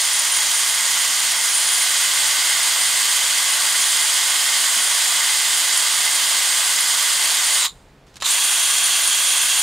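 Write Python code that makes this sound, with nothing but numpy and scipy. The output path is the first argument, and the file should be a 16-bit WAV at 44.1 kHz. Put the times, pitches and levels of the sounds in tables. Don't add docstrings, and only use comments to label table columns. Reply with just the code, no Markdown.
import sys
import numpy as np
from scipy import signal
from scipy.fft import rfft, irfft, next_fast_len
from scipy.io import wavfile
from scipy.ndimage import uniform_filter1d

SR = 44100
rng = np.random.default_rng(int(sys.argv[2]) if len(sys.argv) > 2 else 0)


def generate_wav(signal):
    frames = np.transpose(np.atleast_2d(signal))
    scaled = np.clip(frames, -1, 1) * 32767
    pcm = np.round(scaled).astype(np.int16)
    wavfile.write(sys.argv[1], SR, pcm)


N = 424241
T = np.arange(N) / SR
HZ = np.fft.rfftfreq(2 * next_fast_len(N // 2 + 2048), 1 / SR)

GEARING = 15.2
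STALL_S, RESTART_S, BITE_S = 7.657, 8.205, 8.238
# time in seconds, pressure from 0 to 1.
PRESSURE = [(0, .55), (.65, .42), (.95, .85), (1.4, .85), (1.58, .05), (1.72, .2), (1.95, .8), (2.7, .9),
            (2.9, .55), (3.1, .9), (3.9, .45), (4.4, .88), (4.95, .42), (5.1, .95), (5.5, .72), (7.4, .75),
            (7.58, .25), (9.62, .33)]
HOLD_CHANGES = [1.65, 8.0]


def amp(db):
    return 10 ** (np.asarray(db) / 20)


def unit(x):
    return x / np.sqrt(np.mean(x ** 2) + 1e-20)


def curve(rows):
    return np.interp(T, *np.transpose(rows))


def ramp(start, length):
    return np.clip((T - start) / length, 0, 1)


def decay(start, t60):
    return amp(-60 * np.maximum(T - start, 0) / t60)


def spectrum(points):
    hz, value = np.transpose(points)
    return np.interp(np.log(HZ + 1), np.log(hz + 1), value)


def shape(x, gain):
    size = 2 * (len(HZ) - 1)
    return irfft(rfft(x, size) * gain, size)[..., :N]


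def bell(hz, width):
    return 1 / (1 + (2 * (HZ - hz) / width) ** 2)


def wander(hz, width):
    return unit(shape(rng.standard_normal(N), bell(hz, width)))


def coloured_noise(colour):
    return unit(shape(rng.standard_normal((2, N)), amp(spectrum(colour))))


def ears(pair):
    # frequency in Hz, coherence from 0 to 1.
    likeness = [(400, 1), (560, .96), (1400, .94), (2800, .9), (5500, .93), (9000, .87), (11000, .96),
                (13000, 1)]
    # frequency in Hz, left minus right in dB.
    balance = [(350, 0), (700, -.7), (1400, -1.1), (2800, -3.1), (5500, -2.1), (9000, -.7), (12000, 0)]
    coherence, lean_db = np.clip(spectrum(likeness), 0, 1), spectrum(balance)
    mid = shape(pair[0], np.sqrt((1 + coherence) / 2))
    side = shape(pair[1], np.sqrt((1 - coherence) / 2))
    return np.array([shape(mid + side, amp(lean_db / 2)), shape(mid - side, amp(-lean_db / 2))])


def air(level_db=-61.5, pause_rise_db=11.5, fade_s=.073):
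    # frequency in Hz, relative level in dB.
    colour = [(15, -33), (25, -3.5), (103, -9), (139, -7), (243, -13), (286, -13.5), (309, -15.5),
              (383, -14.5), (529, -15.5), (3730, -30.5), (15000, -50)]
    resting = ramp(STALL_S, fade_s) - ramp(BITE_S, fade_s)
    return coloured_noise(colour) * amp(level_db + pause_rise_db * resting)


def bumps(level_db=-8, rise_s=.015, t60=.25):
    # start in seconds, relative level in dB.
    jolts = [(4.756, -45), (4.907, -43)]
    thud = unit(shape(rng.standard_normal(N), bell(hz=215, width=70) ** 2))
    return thud * sum(amp(db + level_db) * ramp(s, rise_s) * decay(s + rise_s, t60) for s, db in jolts)


def clicks():
    # start in seconds, level in dB, t60 in seconds, knock relative to snap in dB.
    impacts = [(8.066, -57, 0.5, -12), (8.141, -52, .08, -12), (8.157, -41, .05, -13),
               (8.167, -37, 0.051, -6), (8.202, -36, .04, -15), (8.21, -33, 0.044, -18),
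               (8.222, -23, 0.065, 2)]
    # frequency in Hz, relative level in dB.
    snap_colour = [(300, -31), (1500, -10), (3050, 1), (4600, 1), (7200, -1), (10000, -9), (15000, -24)]
    knock_colour = [(100, -30), (400, -13), (1100, 4), (2800, -3), (5000, -16), (12000, -30)]
    snap, knock = coloured_noise(snap_colour), coloured_noise(knock_colour)
    return sum((T >= s) * amp(db) * decay(s, t60) * (snap + amp(knock_db) * knock)
               for s, db, t60, knock_db in impacts)


def rattle(chatter_db=3):
    # frequency in Hz, width in Hz, relative level in dB.
    case_modes = [(1100, 220, -7.5), (3800, 740, -2), (7100, 550, -6)]
    # start in seconds, rise in seconds, peak in dB, t60 in seconds.
    bursts = [(7.5, .162, -22.5, .14), (8.195, 0.063, -19.5, .21)]
    response = sum(amp(db) * bell(hz, width) for hz, width, db in case_modes)
    chatter = rng.standard_normal((2, N)) * amp(chatter_db * wander(80, 150))
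    level = sum(amp(db) * ramp(s, rise) ** 2 * decay(s + rise, t60) for s, rise, db, t60 in bursts)
    return unit(shape(chatter, response)) * level


def drag():
    return np.minimum(.5 + curve(PRESSURE), 1.1)


def motor(brake_s=7.578, spin_up_s=.115, overshoot=.033, settle_s=.04, sway_depth=.0043):
    # time in seconds, rotation rate in Hz.
    shaft_hz = [(0, 410), (2.4, 409.2), (4, 409.3), (5.5, 410.4), (7.6, 410.2), (9.2, 409.7)]
    braking = 1 - ramp(brake_s, length=.125) ** 1.6
    excess = overshoot * np.exp(-np.maximum(T - RESTART_S - spin_up_s, 0) / settle_s)
    speed = braking + ramp(RESTART_S, spin_up_s) ** 1.35 * (1 + excess)
    sway = sway_depth * unit(wander(13, 14) + .9 * wander(33, 12))
    turns = np.cumsum(curve(shaft_hz) * speed * (1 + drag() * sway)) / SR
    return speed, turns


def shudder(speed, turns, waver_db=3.5, level_db=.3, restart_db=-6):
    # multiple of the brush speed, relative level in dB.
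    harmonics = [(1, -8), (3, -3.5), (5, -0.5), (9, -0.5)]
    # time in seconds, relative level in dB.
    strength = [(0.0, -70), (0.14, -65), (1.08, -63), (1.54, -82), (2.09, -63), (5.63, -73), (7.2, -68.5)]
    phase = 2 * np.pi * turns / GEARING
    hum = sum(amp(db) * unit(amp(waver_db * wander(2, 8))) * np.sin(order * phase)
              for order, db in harmonics)
    level = amp(level_db + curve(strength) + restart_db * (T > RESTART_S))
    return np.sqrt(2) * hum * level * speed ** 2


def motor_tones(speed, turns, flutter_db=2):
    # multiple of the shaft speed, full-speed level in dB before the pause and after it.
    harmonics = [(1, -62, -66), (2, -57, -60), (4, -41, -44), (5, -46, -50), (8, -34.6, -30.5),
                 (9, -45, -42), (16, -42.5, -45)]
    tones = 0
    for order, before_db, after_db in harmonics:
        level = amp(np.where(T < HOLD_CHANGES[1], before_db, after_db))
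        flutter = unit(amp(flutter_db * wander(5, 30)))
        tones += level * flutter * np.sin(2 * np.pi * order * turns)
    return np.sqrt(2) * tones * speed ** 4


def gear_whine(speed, turns, teeth=23, free_db=-21.9, pressed_db=-8.5, flutter_db=3.5):
    flutter = amp(flutter_db * drag() * wander(16, 70))
    flutter /= np.sqrt(uniform_filter1d(flutter ** 2, size=SR // 4))
    sides = np.array([[1], [-1]])
    drift_rad = .27 * wander(2, 15) * sides
    drift_db = .7 * wander(.5, 2) * sides
    mesh = np.sqrt(2) * np.sin(2 * np.pi * teeth * turns + drift_rad)
    level = amp(free_db + pressed_db * curve(PRESSURE) + drift_db)
    fade_in = np.interp(speed, (.62, .8), (0, 1))
    roughness = 1 + .2 * wander(100, 400)
    return level * fade_in * flutter * roughness * mesh


def wheel_arch(x, echo_db=-16, t60=.1):
    t = np.arange(SR // 10) / SR
    taps = rng.standard_normal(len(t)) * (t > .002) * amp(-60 * t / t60)
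    echoes = signal.fftconvolve(x, taps[None] / np.linalg.norm(taps), axes=1)[:, :N]
    return x + amp(echo_db) * echoes


def wire_flicks(turns, flicks_per_s=12000, spread_db=2.5, wash=.76, snag_db=.26, patchy_db=.55):
    sizes = amp(spread_db * np.minimum(rng.exponential(1, (2, N)), 4)) * rng.choice([-1, 1], (2, N))
    strikes = rng.random((2, N)) < flicks_per_s / SR
    flicks = unit(sizes * strikes) + wash * rng.standard_normal((2, N))
    surge = .025 * np.sin(2 * np.pi * turns / GEARING)
    buzz = .036 * np.sin(2 * np.pi * turns * 3 / 4)
    flicks *= (1 + surge + buzz) * amp(snag_db * wander(60, 60))
    roaming = sum(shape(flicks, bell(hz, hz / 4)) * wander(1.5, 24)
                  for hz in np.geomspace(1000, 12000, num=8))
    return flicks + (amp(patchy_db) - 1) * roaming


def resonances(flicks, crossfade_s=.2):
    # frequency in Hz, relative level in dB.
    flick_colour = [(90, -37), (200, -26.5), (400, -23), (600, -14), (900, -4), (1500, -8), (3000, -3),
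                    (4500, -2.5), (7000, -0.5), (8800, 1), (10000, -7), (12000, -11), (13700, -13),
                    (15500, -19.5)]
    # frequency in Hz, width in Hz, gain in dB.
    narrow_tones = [(305.5, 14, 8.5), (754, 16, 2.5), (1151, 20, 1.5), (3130, 30, 5), (6576, 36, 5)]
    # frequency in Hz, width in Hz, gain in dB for each of three holds.
    body = [(791, 33.4, -17, -12.5, -15), (936, 56, -1.5, -3.5, -5.5), (1146, 120, 0.5, 1, 1.5),
            (1354, 52, -4.5, -6.5, -10), (1520, 256, 5.5, 6, 6.5), (1684, 66, -12.5, -9.5, 0),
            (1863, 160, 6, 6, 2), (2067, 138, 7, 7.5, 7.5), (2370, 74, -2, -5, 0),
            (2700, 195, -1, -1.5, 4.5), (2984, 150, 3.5, 3.5, 3), (3440, 450, 0.9, 2.5, 4.5),
            (4470, 430, -1.1, -0.5, 3.5), (4830, 880, 3, 3, -1.6), (5580, 650, -3, -4.5, -3.3),
            (6150, 350, 0, -1.6, 2), (7050, 400, 2.5, 1.5, 3.5), (7780, 320, -0.5, -0.5, -7.5),
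            (7850, 380, -2.5, -1, 4), (8800, 350, -2.5, -2.5, -1.5), (11200, 3200, -0.5, -1, 1.5)]
    hold_db = [-1.13, -0.19, -0.04]
    steady_db = spectrum(flick_colour) + sum(db * bell(hz, width) for hz, width, db in narrow_tones)
    first, second = (np.clip((T - s) / crossfade_s + .5, 0, 1) for s in HOLD_CHANGES)
    ringing = 0
    for hold, share in enumerate([1 - first, first - second, second]):
        colour_db = steady_db + sum(dbs[hold] * bell(hz, width) for hz, width, *dbs in body)
        ringing += share * amp(hold_db[hold]) * unit(shape(flicks, amp(colour_db)))
    return ringing


def strut_ring(scrub, free_db=-.9, pressed_db=3, fade_db_per_s=-.27):
    ring_db = free_db + pressed_db * curve(PRESSURE) + fade_db_per_s * T
    return scrub + shape(scrub, bell(hz=2030, width=310)) * (amp(ring_db) - 1)


def brush(turns, level_db=-18, yard_echo_db=-33, bite_rise_s=.018):
    flicks = wheel_arch(wire_flicks(turns))
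    scrub = strut_ring(resonances(flicks))
    stall = decay(STALL_S, t60=.085) + amp(yard_echo_db) * decay(STALL_S, t60=.9)
    bite = 1 - np.exp(-np.maximum(T - BITE_S, 0) / bite_rise_s)
    return scrub * amp(level_db) * (stall + bite)


def scene():
    speed, turns = motor()
    noises = ears(brush(turns) + rattle() + clicks() + air())
    return noises + gear_whine(speed, turns) + motor_tones(speed, turns) + shudder(speed, turns) + bumps()


def record(dry, edge_hz=15750):
    taps = signal.firwin(511, edge_hz, window=("kaiser", 9), fs=SR)
    return signal.oaconvolve(dry, taps[None], "same")


dry = scene()
out = record(dry)
generate_wav(out)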